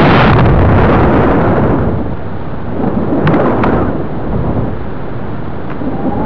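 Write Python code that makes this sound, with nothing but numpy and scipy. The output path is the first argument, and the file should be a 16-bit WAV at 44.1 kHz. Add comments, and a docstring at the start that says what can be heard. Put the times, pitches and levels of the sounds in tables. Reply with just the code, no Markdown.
"""Air rushing over a small camera on a coasting model rocket. At first the flow overloads the
microphone into a square-edged, crackling roar that sputters out; it thins to a rumble as the rocket
slows and swells again as it tips over and swings. The airframe knocks a few times. In the later gusts
shed vortices moan at the camera opening and whistle faintly at an edge, over a low microphone hiss."""
import sys
import numpy as np
from scipy.fft import rfft, irfft, next_fast_len
from scipy.io import wavfile
from scipy.ndimage import map_coordinates

SR = 44100
rng = np.random.default_rng(int(sys.argv[2]) if len(sys.argv) > 2 else 0)


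def generate_wav(signal):
    """Clip the signal to [-1, 1] and save it as 16-bit WAV at the path in sys.argv[1]."""
    frames = np.transpose(np.atleast_2d(signal))
    scaled = np.clip(frames, -1, 1) * 32767
    pcm = np.round(scaled).astype(np.int16)
    wavfile.write(sys.argv[1], SR, pcm)


N = 275625
TIME = np.arange(N) / SR


def airflow():
    """One flow drives three sizes of eddy; spits tear it off the housing and weaken the pounding."""
    # flow strength as the rocket slows and swings: time_s, level_db
    flow = [(0, 8), (.27, 3), (.35, -6), (.5, -6), (.68, -6), (.8, -2), (1.3, -6), (1.8, -10.5),
            (2.2, -24.5), (2.64, -23.5), (2.84, -13.5), (3.08, -15.5), (3.33, -8.5), (3.48, -8),
            (3.55, -11), (3.66, -8), (3.78, -10), (4.06, -20.5), (4.5, -15), (4.67, -17), (4.72, -23.5),
            (5.76, -23), (6.25, -13.5)]
    # slow eddies at the port: freq_hz, density_db
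    buffet_spectrum = [(15, -11.5), (35, -7), (65, -1.5), (110, 0), (160, -3), (210, -9), (400, -27.5),
                       (1000, -58.5), (3000, -79.5)]
    # turbulence along the housing: freq_hz, density_db
    roar_spectrum = [(50, -25), (110, -3), (165, 1.5), (240, 2), (350, 0.5), (600, -6), (1000, -14.5),
                     (1600, -33.5), (3000, -51), (6000, -71.5)]
    # fine eddies: freq_hz, density_db
    rush_spectrum = [(150, -20.5), (450, 1), (750, 3), (1400, -1.5), (2000, -17.5), (2700, -21),
                     (3600, -27), (5000, -37.5), (8000, -56)]
    # spits of air: start_s, length_s, level_db
    spits = [(0.296, 0.023, -7.5), (0.331, 0.0071, 4.5), (0.361, 0.0061, 0), (0.385, 0.014, -0.5),
             (0.405, 0.0086, -6.5), (0.431, 0.0048, -9), (0.457, 0.009, 0.5), (0.59, 0.0058, -7),
             (0.609, 0.006, -11.5), (3.34, 0.005, -6)]
    flow_db = curve(flow)
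    gusts, breakup = wobble(rate_hz=25), wobble(rate_hz=70)
    buffet = flutter(noise(buffet_spectrum), gusts, depth_db=-0.2)
    roar = flutter(noise(roar_spectrum), breakup, depth_db=1.34)
    rush = flutter(noise(rush_spectrum), breakup, depth_db=0.95)
    spit_gain = sum(amp(db) * gate(start_s, length_s, edge_s=0.0025) for start_s, length_s, db in spits)
    pounding = buffet_gain(flow_db) * buffet + amp(flow_db) * roar + throb()
    hissing = (rush_gain(flow_db) + blast_gain() + spit_gain) * rush
    return pounding / (1 + 0.37 * spit_gain) + hissing


def throb(width_hz=59.6, steadiness=0.45):
    """Vortices shed from the housing pound in a rough low band that fades as the climb slows."""
    # band centre: time_s, pitch_hz
    pitch = [(0, 159.9), (.3, 122.1), (.55, 92.2), (1.0, 95.87), (1.5, 135.5)]
    top_db, fade_db_per_s, coast_s = 6, 18, 0.23
    phase = 2 * np.pi * np.cumsum(curve(pitch)) / SR
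    i, q = [filtered(rng.standard_normal(N), lambda hz: 1 / (1 + (hz / width_hz) ** 2)) for _ in range(2)]
    band = i * np.cos(phase) + q * np.sin(phase)
    evened = unit(band / np.hypot(i, q) ** steadiness)
    climb_db = top_db - fade_db_per_s * np.maximum(TIME - coast_s, 0)
    return amp(climb_db) * gate(start_s=0, length_s=2, edge_s=0.023) * evened


def buffet_gain(flow_db):
    """Slow eddies follow the flow loosely and swell in spells when air strikes the port."""
    # buffeting spells: start_s, length_s, boost_db
    spells = [(0, 0.87, 10), (0.767, 1.03, 7), (1.774, 0.22, 8.5), (1.973, 0.2, 5.5), (3.227, 0.14, 4),
              (3.595, 0.13, 5.5), (3.707, 0.21, 7), (4.245, 0.3, 8.5), (4.523, 0.24, 7), (5.318, 0.2, 3)]
    calm_buffet_db, calm_flow_db = -23.5, -24.5
    boost_db = sum(db * gate(start_s, length_s, edge_s=0.036) for start_s, length_s, db in spells)
    return amp(calm_buffet_db + 0.16 * (flow_db - calm_flow_db) + boost_db)


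def rush_gain(flow_db):
    """Fine eddies: a thin floor, then a loud rush once the flow is fast enough to break away."""
    onset_db, onset_width_db = -12.5, 2.5
    offset_db, limit_db, floor_db = -6.5, -3.5, -30
    breakaway = 1 / (1 + np.exp((onset_db - flow_db) / onset_width_db))
    level_db = np.minimum(flow_db + offset_db, limit_db)
    return np.hypot(breakaway * amp(level_db), amp(floor_db))


def blast_gain(hold_db=3.5, sputter_db=2.0):
    """The hissing blast at top speed swells, sputters and cuts off."""
    peak_s, end_s = 0.17, 0.25
    rise_db_per_s, fall_db_per_s = 41.5, 350.5
    rise_db = rise_db_per_s * np.maximum(peak_s - TIME, 0)
    fall_db = fall_db_per_s * np.maximum(TIME - end_s, 0)
    return amp(hold_db + sputter_db * wobble(rate_hz=110) - rise_db - fall_db)


def knocks(first_hz=2694, last_hz=812, roughness=0.19):
    """Bending waves in the airframe: highs arrive first in a ragged sweep, then a dull rattle builds."""
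    # airframe knocks: start_s, level_db, sweep_tau_s, t60_s, rattle_db
    hits = [(3.272, 3, 0.0042, 0.025, -12.5), (3.6354, 2, 0.002, 0.025, -10.5),
            (3.6422, 1.5, 0.0012, 0.007, -17.5), (5.7008, -15, 0.0032, 0.014, -20),
            (5.7146, -16, 0.0032, 0.016, -17.5)]
    # airframe rattle: freq_hz, density_db
    rattle_spectrum = [(200, -10.5), (550, 4.5), (1100, 0), (1700, -6), (2600, -15), (4000, -24.5),
                       (8000, -35)]
    attack_s, rattle_attack_s, rattle_t60_s = 0.0013, 0.002, 0.058
    out, t = np.zeros(N + SR), np.arange(SR // 8) / SR
    rattle = noise(rattle_spectrum)
    scatter = wobble(rate_hz=1300)
    for start_s, level_db, sweep_tau_s, t60_s, rattle_db in hits:
        start = round(start_s * SR)
        span = slice(start, start + len(t))
        hz = last_hz + (first_hz - last_hz) * np.exp(-t / sweep_tau_s)
        phase = 2 * np.pi * np.cumsum(hz * (1 + roughness * scatter[span])) / SR
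        wave_gain = amp(level_db - 60 * (t / t60_s) ** 2) * (1 - np.exp(-t / attack_s))
        rattle_gain = amp(rattle_db - 60 * t / rattle_t60_s) * (1 - np.exp(-t / rattle_attack_s))
        out[span] += wave_gain * np.sin(phase) + rattle_gain * rattle[span]
    return out[:N]


def moans():
    """Air over the camera opening moans hollowly."""
    # moans: start_s, length_s, first_hz, last_hz, level_db
    glides = [(2.78, .27, 224.8, 198.7, -15.5), (3.09, .15, 290.5, 317.3, -11.5),
              (3.24, .08, 160.7, 204, -5), (3.32, 0.047, 285, 295.8, -4.5),
              (3.72, .32, 297.5, 274.7, -22.5), (5.8, .18, 260.6, 300.8, -19.5),
              (6.03, 0.08, 320, 182, -14), (6.16, 0.14, 230, 325, -16)]
    return vortex_tones(glides, waver=0.2, flicker_db=3.5, octave_db=-9)


def whistles():
    """Air past an edge whistles faintly; the table also holds one hollow moan at the camera opening, gliding
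    down at 3.38 s."""
    # edge tones, plus one moan at the camera opening (3.38 s): start_s, length_s, first_hz, last_hz, level_db
    glides = [(2.805, 0.075, 740, 796, -21), (3.38, 0.09, 609.5, 478, -14), (3.39, 0.08, 792, 813, -19),
              (3.44, .085, 1066, 964, -17.5), (3.75, .11, 1368, 1185, -25.5),
              (3.86, 0.049, 1625, 1409, -25.5), (5.91, 0.29, 778, 802, -26.5), (6.08, 0.086, 788, 830, -27),
              (6.17, 0.12, 835, 867, -22)]
    return vortex_tones(glides, waver=0.02, flicker_db=3.0, octave_db=-27)


def vortex_tones(glides, waver, flicker_db, octave_db):
    """Shed vortices give gliding tones with a weaker octave; turbulence wavers pitch and level."""
    drift, flicker = wobble(rate_hz=150), wobble(rate_hz=70)
    out = np.zeros(N)
    for start_s, length_s, first_hz, last_hz, level_db in glides:
        hz = np.interp(TIME, [start_s, start_s + length_s], [first_hz, last_hz])
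        phase = 2 * np.pi * np.cumsum(hz * (1 + waver * drift)) / SR
        tone = np.sin(phase) + amp(octave_db) * np.sin(2 * phase)
        out += amp(level_db) * gate(start_s, length_s, edge_s=0.019) * flutter(tone, flicker, flicker_db)
    return out


def hiss(level_db=-38):
    """Steady self-noise of the microphone."""
    # hiss: freq_hz, density_db
    spectrum = [(100, -1.5), (1000, -4), (1600, 5), (2500, -4.5), (3400, -4), (4000, -6.5), (6000, -20.5)]
    return amp(level_db) * noise(spectrum)


def overload(x, ceiling, knee):
    """The preamplifier cuts large swings flat at its ceiling; each corner crackles."""
    return x / (1 + np.abs(x / ceiling) ** knee) ** (1 / knee)


def amp(db):
    """Decibels to gain."""
    return 10 ** (np.asarray(db) / 20)


def unit(x):
    """Scale to rms 1."""
    return x / np.sqrt(np.mean(x ** 2) + 1e-20)


def gain_at(spectrum, hz):
    """Gain from (freq_hz, db) points on a log frequency axis."""
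    freq_hz, db = np.transpose(spectrum)
    return amp(np.interp(np.log(hz + 1), np.log(freq_hz + 1), db))


def curve(points):
    """One value per sample from (time_s, value) points."""
    return np.interp(TIME, *np.transpose(points))


def gate(start_s, length_s, edge_s):
    """Trapezoid envelope, 0 to 1."""
    return np.clip(np.minimum(TIME - start_s, start_s + length_s - TIME) / edge_s, 0, 1)


def wobble(rate_hz):
    """Smooth random curve with knots at rate_hz."""
    return map_coordinates(rng.standard_normal(int(N * rate_hz / SR) + 4), [TIME * rate_hz])


def flutter(x, motion, depth_db):
    """Vary the level of x with motion; rms 1."""
    return unit(x * amp(depth_db * motion))


def filtered(x, response):
    """Apply a frequency response."""
    size = next_fast_len(N + SR // 2)
    return irfft(rfft(x, size) * response(np.fft.rfftfreq(size, 1 / SR)), size)[:N]


def noise(spectrum):
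    """Coloured noise, rms 1."""
    return unit(filtered(rng.standard_normal(N), lambda hz: gain_at(spectrum, hz)))


def scene():
    """Microphone signal ahead of the preamplifier."""
    return (airflow() + hiss() + moans() + whistles() + knocks())[None]


def record(dry):
    """Overload, a coupling capacitor that tilts the flat tops, low-rate sampling and a dull filter."""
    # output low-pass: freq_hz, gain_db
    treble = [(2000, -1.5), (3000, -4.5), (3800, -8), (4500, -16), (5000, -23.5), (6000, -36.5),
              (7000, -57), (7600, -74.5)]
    coupling_hz, sample_hz, top_hz, dc_offset = 11.5, 8000, 7600, 0.12
    squared = overload(dry[0], ceiling=0.62, knee=22)
    coupled = filtered(squared, lambda hz: 1j * hz / (coupling_hz + 1j * hz) * (hz < sample_hz))
    # sampling mirrors the spectrum about half its rate, roughening the crackle
    mirrored = coupled * (1 + 2 * np.cos(2 * np.pi * sample_hz * TIME))
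    dulled = filtered(mirrored, lambda hz: gain_at(treble, hz) * (hz < top_hz))
    return dulled[None] + dc_offset


dry = scene()
out = record(dry)
generate_wav(out)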